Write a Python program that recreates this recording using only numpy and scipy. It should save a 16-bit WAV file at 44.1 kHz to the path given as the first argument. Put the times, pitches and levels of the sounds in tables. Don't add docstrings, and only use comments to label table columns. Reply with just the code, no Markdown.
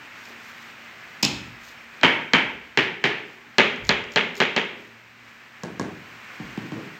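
import sys
import numpy as np
from scipy import signal
from scipy.fft import rfft, irfft, next_fast_len
from scipy.io import wavfile
from scipy.ndimage import uniform_filter1d, minimum_filter1d, map_coordinates

SR = 44100
rng = np.random.default_rng(int(sys.argv[2]) if len(sys.argv) > 2 else 0)


def convert_level_to_amplitude(level_db):
    exponent = np.asarray(level_db, float) / 20
    return 10 ** exponent


def bounce(signal):
    frames = np.transpose(np.atleast_2d(signal))
    limited = np.clip(frames, -1, 1)
    pcm = np.round(limited * 32767).astype(np.int16)
    wavfile.write(sys.argv[1], SR, pcm)


N = 308259
TIME = np.arange(N) / SR

# f/Hz,
# level/dB
WOOD_CLICK = [(1000, -30), (3300, -13), (4150, 0), (4900, -13), (5700, -14), (6300, -20), (7000, -17),
              (8500, -37), (10000, -62), (13500, -51), (16000, -64)]
# f/Hz, level/dB
RUBBER_CLICK = [(1000, -40), (3300, -20), (4150, -2), (4650, -7), (5250, 0), (6000, -6), (6800, -3),
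                (8500, -23), (10000, -44), (13500, -23), (16000, -34)]
CLEAN_S, CRUSHED_S = 1e-5, .0015
QUICK_S, SLOW_S = .002, .02


def unit(x):
    return x / np.sqrt(np.mean(x ** 2) + 1e-20)


def along(points, hz):
    f, v = np.transpose(points)
    return np.interp(np.log(hz + 1), np.log(f + 1), v)


def wobble(rate):
    knots = rng.standard_normal(int(N * rate / SR) + 4)
    return map_coordinates(knots, [TIME * rate])


def noise(tone):
    m = next_fast_len(N + 8192)
    spectrum = rfft(rng.standard_normal(m)) * convert_level_to_amplitude(along(tone, np.fft.rfftfreq(m, 1 / SR)))
    return unit(irfft(spectrum, m)[:N])


def pulse(db, size=4096):
    ceps = irfft(np.log(convert_level_to_amplitude(db) + 1e-6), size)
    ceps[1:size // 2] *= 2
    ceps[size // 2 + 1:] = 0
    p = irfft(np.exp(rfft(ceps)), size)
    return p / np.linalg.norm(p)


def burst(seconds):
    b = rng.standard_normal(512) * np.exp(-TIME[:512] / seconds)
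    return np.sign(b.sum()) * b / np.linalg.norm(b)


def room(walls_db, build_s):
    # t/s after the blow, level/dB
    first_echoes = [(.0015, 5), (.0058, 2), (0.0137, 4.5), (.021, 2.5), (.032, -0.5), (.05, -5)]
    # f/Hz, t60/s
    decay_times = [(60, 1), (150, 0.57), (400, 0.7), (1000, 0.53), (2300, 0.64), (4500, 0.47), (7000, 0.47),
                   (14000, 0.5)]
    hz, t, z = signal.stft(rng.standard_normal(SR), SR, nperseg=256)
    fading = convert_level_to_amplitude(-60 * t / along(decay_times, hz)[:, None])
    tail = signal.istft(z * fading, SR, nperseg=256)[1][:SR]
    tail *= 1 - np.exp(-TIME[:SR] / build_s)
    tail *= convert_level_to_amplitude(8.5) / np.linalg.norm(tail)
    for s, db in first_echoes:
        tail[round(s * SR):][:512] += convert_level_to_amplitude(db + walls_db) * burst(0.0025)
    return tail


def contacts(events, tone, modes, click_tone, click_s, build_s, gain_db, walls_db, spread_s):
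    edge_per_soft = -0.44
    thump_db, thump_hz = 5, 231
    lead = 64
    out = np.zeros(N + 2 * SR)
    hz = np.fft.rfftfreq(4096, 1 / SR)
    low = 1 / (1 + (hz / 600) ** 2)
    high = 1 / (1 + (4000 / (hz + 1)) ** 4)
    rumble_cut_db = 20 * np.log10(1 + (92 / (hz + 1)) ** 5)
    thump = thump_db / (1 + (hz / thump_hz) ** 4)
    bending = np.exp(-4j * np.pi * spread_s * np.sqrt(1000 * hz) - 2j * np.pi * hz * lead / SR)
    same_spot = room(walls_db, build_s)
    for s, db, click_db, room_db, *soft_db in events:
        colour = along(tone, hz) + sum(soft_db) * (low + edge_per_soft * high) - rumble_cut_db
        ring_db = sum((lift_db + rng.normal(0, 1)) / (1 + (2 * (hz - c) / width) ** 2)
                      for c, width, lift_db in modes)
        ring = irfft(rfft(pulse(colour + ring_db + thump)) * bending)
        knock = irfft(rfft(pulse(colour + 0.41 * ring_db)) * bending)
        touch = irfft(rfft(pulse(along(click_tone, hz))) * bending)
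        click = convert_level_to_amplitude(click_db) * np.convolve(touch, burst(click_s))[:len(ring)]
        answer = (same_spot + room(walls_db, build_s)) / np.sqrt(2)
        heard = convert_level_to_amplitude(room_db) * signal.fftconvolve(knock, answer)
        fade_out = np.cos(np.linspace(0, np.pi / 2, len(ring)) ** 4 / (np.pi / 2) ** 3)
        heard[:len(ring)] += (ring + click) * fade_out
        heard[:lead] *= np.hanning(2 * lead)[:lead]
        out[round(s * SR) - lead:][:len(heard)] += convert_level_to_amplitude(db + gain_db) * heard
    return out[:N]


def ducked_hiss(blows):
    # f/Hz, level/dB
    hiss_tone = [(25, -41.5), (80, -15), (115, -8), (230, -6.5), (450, -10.5), (720, -8.5), (1200, -4.5),
                 (1700, -1), (2500, -2.5), (3500, -13.5), (6900, -23), (8300, -28.5), (10000, -47),
                 (13500, -29), (16200, -32.5)]
    open_db = -43
    knee_db, share, attack_s, memory_s = -34, 0.49, 0.4, 1.42
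    t = TIME[:3 * SR]
    memory = (1 - np.exp(-t / attack_s)) * np.exp(-(t / memory_s) ** 6)
    loud = np.abs(signal.fftconvolve(blows ** 2, memory / memory.sum())[:N])
    duck_db = -share * 10 * np.log10(1 + loud / convert_level_to_amplitude(2 * knee_db))
    swell_db = 1.5 * np.exp(-((TIME - 6.6) / 0.54) ** 2)
    unsteady_db = .3 * wobble(3) + .5 * wobble(20)
    return convert_level_to_amplitude(open_db + swell_db + duck_db + unsteady_db) * noise(hiss_tone)


def motor_hum():
    # from t/s, to t/s, harmonic order, level/dB
    loads = [
        (0.147, .9, 2, -58.5),
        (1.303, 2.1, 2, -59.5),
        (2.1, 5.0, 2, -61.5),
        (5.142, 5.42, 2, -61.5),
        (5.52, 6.9, 2, -63),
        (1.3, 1.55, 1, -48),
        (3.0, 3.6, 1, -70),
        (4.756, 5.3, 1, -63),
        (5.65, 6.8, 1, -63),
    ]
    idle_db, fade_s = -69.5, .05
    turn = 2 * np.pi * np.cumsum(116.6 * (1 + 0.0088 * wobble(5.6))) / SR
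    hum = convert_level_to_amplitude(idle_db) * (np.sin(turn) + np.sin(2 * turn))
    for start, end, order, db in loads:
        load = np.clip(np.minimum(TIME - start, end - TIME) / fade_s + .5, 0, 1)
        hum += convert_level_to_amplitude(db) * load * np.sin(round(order) * turn)
    return hum


def draughts():
    # t/s, hold/s, level/dB
    gusts = [
        (1.223, 0.21, -52),
        (2.033, .05, -63),
        (2.402, 0.23, -62),
        (3.792, 0.057, -41),
        (3.994, .04, -65),
        (5.683, .08, -69),
        (5.82, .04, -89),
        (6.42, .03, -57),
        (6.75, .05, -98),
    ]
    calm_db, rise_s, fall_db_s = -75, 0.033, 65
    puffs = np.zeros(N)
    for s, hold, db in gusts:
        fall_db = fall_db_s * np.maximum(TIME - s - hold, 0)
        puffs += convert_level_to_amplitude(db - fall_db) * np.clip((TIME - s) / rise_s, 0, 1)
    rumble_tone = [(15, -76.5), (30, -31.0), (50, 2), (75, 1), (120, -4.5), (170, -21), (300, -68)]
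    return (convert_level_to_amplitude(calm_db) + puffs) * noise(rumble_tone)


def grit_ticks():
    # t/s, level/dB
    ticks = [(.2534, -43), (3.76, -45), (3.85, -39), (3.8692, -38), (3.911, -36), (4.04, -45), (4.12, -40),
             (4.1366, -36), (4.3531, -37), (4.367, -36), (4.378, -40)]
    # f/Hz, level/dB
    grain_tone = [(300, 0), (1000, 13), (2500, -0.5), (4000, 2.5), (7000, 12.5), (10000, -58.5),
                  (13500, -21), (16000, -58)]
    events = [(s, db, 8, -8) for s, db in ticks]
    return contacts(events, grain_tone, [], RUBBER_CLICK, CRUSHED_S, QUICK_S,
                    gain_db=9, walls_db=-3, spread_s=.001)


def scuffs():
    # t/s, half length/s, level/dB
    rubs = [
        (0.268, 0.082, -54.5),
        (0.468, 0.063, -55),
        (0.62, 0.087, -58.5),
        (1.674, 0.055, -51),
        (3.34, .06, -67),
        (3.875, 0.036, -52),
        (4.138, 0.026, -54.5),
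        (4.376, 0.025, -47),
        (4.84, 0.084, -62.5),
        (5.304, 0.1, -65),
    ]
    # f/Hz, level/dB
    rub_tone = [(1500, -18), (3500, 12), (7000, 7.5), (10000, -12.5), (13500, 1.5), (16000, -6)]
    stroke = sum(convert_level_to_amplitude(db) * np.exp(-((TIME - s) / half) ** 2) for s, half, db in rubs)
    return stroke * unit(convert_level_to_amplitude(2.1 * wobble(150)) * noise(rub_tone))


def far_knocks():
    # t/s, level/dB
    thuds = [
        (0.279, -47.5),
        (3.2, -66),
        (3.291, -52.5),
        (4.72, -42),
        (6.765, -35),
        (6.86, -51),
    ]
    # f/Hz, level/dB
    dull_tone = [(80, -31), (200, -11.5), (300, -1.5), (420, -2.5), (600, -10.5), (1200, -17.5),
                 (16000, -68)]
    events = [(s, db, -60, 3) for s, db in thuds]
    return contacts(events, dull_tone, [], WOOD_CLICK, CLEAN_S, SLOW_S,
                    gain_db=16, walls_db=-3, spread_s=.001)


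def chirps():
    # from t/s, to t/s, from f/Hz, to f/Hz, level/dB
    glides = [
        (.9, 1.1, 5600, 5040, -64),
        (1.73, 1.82, 5250, 5450, -66),
        (1.7, 1.78, 13500, 12300, -70),
        (1.78, 1.87, 12300, 11900, -75),
        (3.37, 3.451, 1240, 1080, -57),
        (3.41, 3.513, 860, 860, -58),
        (3.423, 3.506, 292, 287, -56),
        (3.52, 3.57, 790, 814, -56),
        (6.5, 6.56, 6300, 6150, -59),
    ]
    out = np.zeros(N)
    for start, end, from_hz, to_hz, db in glides:
        u = np.clip((TIME - start) / (end - start), 0, 1)
        hz = (from_hz + (to_hz - from_hz) * u) * (1 + .014 * wobble(90))
        flutter_db = 4.5 * wobble(90) - 3
        swell = np.sqrt(np.abs(np.sin(np.pi * u))) * (u < 1)
        out += convert_level_to_amplitude(db + flutter_db) * swell * np.sin(2 * np.pi * np.cumsum(hz) / SR)
    return out


def strip_drop():
    # t/s, strength/dB, click/dB, room/dB, softness/dB
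    touches = [
        (1.2270, -25.5, 2.2, -3, -13.5),
        (1.2285, -22.5, 2.7, -2, -9),
        (1.2304, -9, 0.5, -6.5, 7),
        (1.2499, -16.5, 3.6, -10.5, 29.5),
    ]
    # f/Hz, level/dB
    stone_tone = [(35, -65), (60, -16.5), (222, -4), (380, -9), (480, -17), (862, -13), (1660, -18),
                  (2580, -6.5), (4030, -6), (6280, -15), (6900, -8), (9790, -38.5), (13500, -36),
                  (16000, -40)]
    # f/Hz, width/Hz, lift/dB
    stone_modes = [(283, 56, 5), (890, 200, 12), (2510, 150, 13.5), (5140, 260, 18), (7300, 660, -11),
                   (13200, 900, 5)]
    # f/Hz, level/dB
    stone_touch = [(1000, -30), (3000, -16), (4300, -10), (5080, 0), (5900, -13), (7100, -8), (9800, -38),
                   (13200, -19), (16000, -36)]
    return contacts(touches, stone_tone, stone_modes, stone_touch, CLEAN_S, QUICK_S,
                    gain_db=17, walls_db=-4.5, spread_s=0.00064)


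def butt_blows():
    # t/s, strength/dB, click/dB, room/dB
    first_blows = [
        (2.0125, -28, 0, -1.5),
        (2.0322, -0.45, -10, -0.74),
        (2.3344, -0.67, -9, -2.5),
    ]
    mid_blows = [
        (2.7738, -3.5, -11, -4.5),
        (3.0402, -6.5, -12.5, -3.5),
    ]
    near_blows = [
        (3.5830, 0, -4.5, -1.3),
        (3.8918, -1.5, 7.2, -4.5),
        (4.1596, -4.5, -2.8, -1.2),
        (4.4021, -3, -1, -3),
        (4.5637, -5.5, -6, -3.5),
    ]
    # f/Hz, level/dB
    first_tone = [(60, -21.5), (233, -4.5), (450, -8.5), (682, -11), (968, -12), (1410, -7.5), (1700, -5),
                  (2300, -4.5), (3120, -10), (3940, -20), (6900, -35.5), (10000, -59), (13500, -52.5),
                  (16000, -56)]
    mid_tone = [(35, -58), (60, -24), (142, -8), (274, -7), (380, -1.5), (527, -12), (803, -9.5),
                (1140, -11), (2190, -3), (2840, -6.5), (4320, -19), (6900, -33), (10000, -58.5),
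                (13500, -50), (16000, -58.5)]
    near_tone = [(35, -74), (60, -22), (227, -4), (308, -10), (398, -1.5), (698, -7), (842, -8), (2140, 1),
                 (2900, -0.5), (4120, -12), (5200, -21.5), (7000, -26.5), (10300, -65), (13500, -50),
                 (16000, -47.5)]
    # f/Hz, width/Hz, lift/dB
    first_modes = [(238, 33, 2.4), (920, 150, 26), (1560, 30, 9.3), (1940, 64, 2.8), (2220, 170, 11),
                   (3134, 240, 16), (4000, 150, 4)]
    mid_modes = [(176, 69, 4.1), (423, 40, 6.6), (844, 150, 9.2), (1770, 200, 13), (2300, 110, 8.5),
                 (3110, 210, 9.7), (3940, 220, 1.9)]
    near_modes = [(228.6, 224, 16.8), (407, 40, 14.3), (586, 46, 12), (897, 195, 16.8), (1260, 15, 1.3),
                  (1690, 150, 3.6), (2130, 330, 4.5), (3250, 180, 10.4), (3810, 300, 1.6)]
    first = contacts(first_blows, first_tone, first_modes, WOOD_CLICK, CLEAN_S, QUICK_S,
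                     gain_db=12, walls_db=-2.5, spread_s=0.00079)
    mid = contacts(mid_blows, mid_tone, mid_modes, WOOD_CLICK, CLEAN_S, QUICK_S,
                   gain_db=14, walls_db=-3.5, spread_s=0.00082)
    near = contacts(near_blows, near_tone, near_modes, WOOD_CLICK, CLEAN_S, QUICK_S,
                    gain_db=10.5, walls_db=-1.0, spread_s=0.000788)
    return first + mid + near


def head_taps():
    # t/s, strength/dB, click/dB, room/dB
    firm_taps = [
        (5.6348, -22.5, -9, -6.5),
        (5.7964, -15, -15, -9),
    ]
    soft_taps = [
        (6.3986, -25.5, -27, -12),
        (6.5752, -20.5, -31, -12),
        (6.7198, -21, -33, -11),
    ]
    # f/Hz, level/dB
    firm_tone = [(35, -26), (60, -1), (172, 0), (354, 0.5), (1200, -18), (1620, -13), (2710, -26),
                 (3190, -23.5), (3670, -26.5), (6900, -30), (16000, -65)]
    soft_tone = [(60, -63), (110, -0.5), (200, -2.5), (320, -3), (550, -19), (900, -21.5), (2000, -28.5),
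                 (4300, -33), (8000, -44), (16000, -116)]
    # f/Hz, width/Hz, lift/dB
    firm_modes = [(176, 79, 9.3), (310.8, 19, 7.5), (760, 30, 7.1), (925, 120, 14), (1100, 140, 17),
                  (1630, 76, 15)]
    soft_modes = [(168, 40, 3.6), (215, 47, 11.7), (307, 26, 8.8), (757, 42, 13), (900, 69, 10.4),
                  (1100, 68, 8.9)]
    firm = contacts(firm_taps, firm_tone, firm_modes, RUBBER_CLICK, CLEAN_S, SLOW_S,
                    gain_db=17.5, walls_db=-0.5, spread_s=0.000684)
    soft = contacts(soft_taps, soft_tone, soft_modes, WOOD_CLICK, CRUSHED_S, SLOW_S,
                    gain_db=23, walls_db=-4, spread_s=0.00099)
    return firm + soft


def scene():
    blows = grit_ticks() + far_knocks() + strip_drop() + butt_blows() + head_taps()
    background = ducked_hiss(blows) + motor_hum() + draughts()
    return (background + blows + scuffs() + chirps())[None]


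def top_cut(x):
    return signal.sosfilt(signal.butter(12, 16480, fs=SR, output="sos"), x)


def record(dry):
    need = np.minimum(1, .97 / (np.abs(dry) + 1e-9))
    held = dry * uniform_filter1d(minimum_filter1d(need, size=129), size=65)
    m = next_fast_len(N + 8192)
    in_band = np.fft.rfftfreq(m, 1 / SR) < 15900
    mix = irfft(rfft(held, m) * in_band, m)[:, :N]
    return top_cut(mix)


dry = scene()
out = record(dry)
bounce(out)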